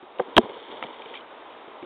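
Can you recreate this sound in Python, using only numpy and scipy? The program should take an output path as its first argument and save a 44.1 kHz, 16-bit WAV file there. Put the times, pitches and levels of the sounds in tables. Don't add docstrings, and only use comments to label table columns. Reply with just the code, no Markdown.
import sys
import numpy as np
from scipy import signal
from scipy.fft import rfft, irfft, next_fast_len
from scipy.io import wavfile
from scipy.ndimage import uniform_filter1d

SR = 44100
rng = np.random.default_rng(int(sys.argv[2]) if len(sys.argv) > 2 else 0)


def log_audio(samples):
    frames = np.atleast_2d(samples).T
    limited = np.clip(frames, -1, 1)
    pcm = np.round(limited * 32767).astype(np.int16)
    wavfile.write(sys.argv[1], SR, pcm)


def convert_level_to_amplitude(level_db):
    exponent = np.asarray(level_db, float) / 20
    return 10 ** exponent


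N = 81585
TIME_S = np.arange(N) / SR


def unit(x):
    return x / np.sqrt(np.mean(x ** 2))


def resonance(x, hz, width_hz):
    b, a = signal.iirpeak(hz, hz / width_hz, fs=SR)
    return signal.lfilter(b, a, signal.lfilter(b, a, x))


def walk(rate_hz):
    hold = int(SR / rate_hz)
    steps = np.repeat(rng.standard_normal(N // hold + 1), hold)
    smooth = uniform_filter1d(uniform_filter1d(steps, hold), hold)
    return unit(smooth[:N])


def ring(start_s, hz, t60_s):
    rise_cycles = 0.47
    t = np.maximum(TIME_S - start_s, 0)
    decay = np.exp(-np.log(1000) * t / t60_s)
    onset = 1 - np.exp(-t * hz / rise_cycles)
    return np.sin(2 * np.pi * hz * t) * decay * onset


def rubbing():
    grains_per_s, grain_spread_db, patchy_db = 2500, 3.5, 1.8
    # (time [s], level [dB], brightness [dB])
    effort = [(0, -107, -1.5), (.2, -44, 0), (.26, -43, -7.5), (.36, -39, -6), (.43, -34, -3),
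              (.52, -39, -5), (0.681, -44.5, 0), (.72, -38.5, 4), (0.779, -37.5, -2), (0.838, -35, -4.5),
              (.93, -44.5, -1), (1.061, -41.5, -2.5), (1.121, -43, 2), (1.16, -43.5, 9.5), (1.2, -57, 13),
              (1.22, -55, -4), (1.8, -49.5, -3), (1.83, -48.5, -2)]
    # (frequency [Hz], width [Hz], level [dB])
    low_modes = [(131, 140, -24.5), (324, 230, -9.5), (444.4, 212, -4.5), (900, 240, -5)]
    high_modes = [(2280, 800, -9), (3176, 990, -5.5), (4120, 450, -10.5)]
    effort_s, effort_db, bright_db = np.transpose(effort)
    brightness_db = np.interp(TIME_S, effort_s, bright_db)
    out = np.zeros(N)
    for modes, tilt in ((low_modes, 0), (high_modes, 1)):
        size_db = grain_spread_db * np.minimum(rng.exponential(size=N), 3)
        slips = (rng.random(N) < grains_per_s / SR) * rng.standard_normal(N) * convert_level_to_amplitude(size_db)
        slips = unit(slips) * convert_level_to_amplitude(patchy_db * walk(60) + tilt * brightness_db)
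        for hz, width_hz, db in modes:
            even_power = np.sqrt(SR / width_hz / 4)
            out += convert_level_to_amplitude(db) * even_power * resonance(slips, hz, width_hz)
    return out * convert_level_to_amplitude(np.interp(TIME_S, effort_s, effort_db))


def knocks():
    lag_cycles = 2.15
    # (frequency [Hz], peak [dB], t60 [s]))
    blows_on_case = [
        (0.1968, [(373.3, -19.5, 0.069), (506, -9, 0.019), (748, -12.5, 0.026), (1116, -14, 0.011)]),
        (0.3777, [(234, -6.5, 0.045), (361, -3, 0.0437), (432, -15, 0.086), (658.6, 0.5, 0.027), (796.4, -8, 0.022), (989.5, 2, 0.016), (1315, -5.5, 0.0082), (1676, -4.5, 0.016)]),
    ]
    out = np.zeros(N)
    for start_s, modes in blows_on_case:
        for hz, db, t60_s in modes:
            out += convert_level_to_amplitude(db) * ring(start_s + lag_cycles / hz, hz, t60_s)
    return out


def thuds():
    # (time [s], peak [dB], pitch factor [ratio], push [s])
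    pushes = [(.028, -34, 1, 0.011), (.1865, -31, 1.62, 0.0042), (0.1954, -15.5, 1.59, 0.0026),
              (.2070, -17.5, 1.2, 0.00544), (0.273, -32.5, 1.24, 0.0037), (0.283, -32, 1.1, .004),
              (0.367, -6, 1.01, 0.00626), (.436, -25.5, 0.61, .01), (.498, -32.5, 1.24, 0.0084),
              (.700, -36.5, 1.15, 0.0035), (0.848, -33, .7, .006), (1.059, -33, 1.3, 0.007),
              (1.678, -33.5, 1.12, 0.0062), (1.8276, -26.5, .97, .011)]
    # (frequency [Hz], level [dB], t60 [s])
    case_modes = [(246.8, -18.5, 0.066), (358.3, 7, 0.028), (592.6, -4.5, 0.044)]
    out = np.zeros(N)
    for start_s, db, factor, push_s in pushes:
        middle_s = push_s * (0.4 + 0.12 * rng.random())
        for delay_s, gain in ((0, 1), (middle_s, -0.7), (push_s, 0.8)):
            for hz, mode_db, t60_s in case_modes:
                out += convert_level_to_amplitude(db) * gain * convert_level_to_amplitude(mode_db) * ring(start_s + delay_s, hz * factor, t60_s) / 2
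    return out


def ticks():
    overtone_ratio, overtone_db = 1.33, -0.5
    # (time [s], peak [dB], frequency [Hz], t60 [s])
    contacts = [(0.1867, -30, 2840, 0.0043), (0.1969, -21.5, 1162, 0.015), (0.1991, -22, 1300, 0.0082),
                (.3770, -11, 45, 0.06), (0.367, -0.5, 3260, 0.0066), (.3673, -4.5, 3960, .005),
                (.3688, -7, 1160, 0.0083), (0.3738, -18, 900, 0.011), (.3776, -7.5, 970, 0.016),
                (.3790, -1, 2992, 0.0063), (0.379, -7.5, 4060, 0.0029), (.3812, 0.5, 3140, 0.0054),
                (0.7146, -37.5, 2270, 0.014), (.8265, -20.5, 2030, 0.0065), (0.8264, -18, 950, 0.013),
                (.8340, -38, 3100, 0.035), (.8380, -26, 2310, 0.014), (.8385, -27.5, 694, 0.031),
                (1.0201, -34, 2380, 0.014), (1.0590, -35, 2300, .012), (1.0990, -40.5, 2470, 0.013),
                (1.1410, -34.5, 1965, .02), (1.1533, -33, 2344, 0.033), (1.1670, -37.5, 2600, .015),
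                (1.174, -36, 2400, 0.024), (1.208, -40.5, 3020, 0.023), (1.827, -38, 1690, .012)]
    grit = 1 + 0.3 * unit(resonance(rng.standard_normal(N), 500, 600))
    out = np.zeros(N)
    for start_s, db, hz, t60_s in contacts:
        upper = grit * convert_level_to_amplitude(overtone_db) * ring(start_s, hz * overtone_ratio, t60_s)
        out += convert_level_to_amplitude(db) * (ring(start_s, hz, t60_s) + upper)
    return out


def breeze():
    swell_db, flicker_db = 0.5, 1.0
    # (frequency [Hz], density [dB per Hz])
    breeze_colour = [(40, -7.5), (150, -27), (280, -7.5), (420, -4), (1050, -3.5), (1600, -14.5),
                     (2500, -17.5), (3400, -18)]
    # (time [s], level [dB])
    breeze_level = [(0, -49), (0.301, -46.5), (1.2, -45.5), (1.85, -46.5)]
    colour_hz, colour_db = np.transpose(breeze_colour)
    swell = walk(2.2)
    out = np.zeros(N)
    for hz in 40 * 2 ** (np.arange(21) / 3):
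        density_db = np.interp(np.log(hz), np.log(colour_hz), colour_db)
        band_db = density_db + 10 * np.log10(hz)
        noise = unit(resonance(rng.standard_normal(N), hz, hz / 3))
        out += noise * convert_level_to_amplitude(band_db + swell_db * swell + flicker_db * walk(28))
    return unit(out) * convert_level_to_amplitude(np.interp(TIME_S, *np.transpose(breeze_level)))


def scene():
    return (rubbing() + knocks() + thuds() + ticks() + breeze())[None]


def top_cut(x):
    return signal.sosfilt(signal.butter(12, 16760, fs=SR, output="sos"), x)


def record(dry):
    clip_level, top_hz = 0.72, 16000
    # (frequency [Hz], gain [dB])
    mic_response = [(20, -26.5), (120, -2.5), (250, 1), (3750, 1), (4000, -16), (4500, -26), (4750, -75.5),
                    (22000, -120)]
    mic_hz, mic_db = np.transpose(mic_response)
    size = next_fast_len(N + 8192)
    hz = np.arange(size // 2 + 1) * SR / size + 1
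    gain = convert_level_to_amplitude(np.interp(np.log(hz), np.log(mic_hz), mic_db))
    heard = irfft(rfft(dry, size) * gain, size)[:, :N]
    clipped = np.clip(heard, -clip_level, clip_level)
    low_pass = signal.ellip(8, 0.2, 70, top_hz, fs=SR, output="sos")
    return top_cut(signal.sosfilt(low_pass, clipped))


dry = scene()
out = record(dry)
log_audio(out)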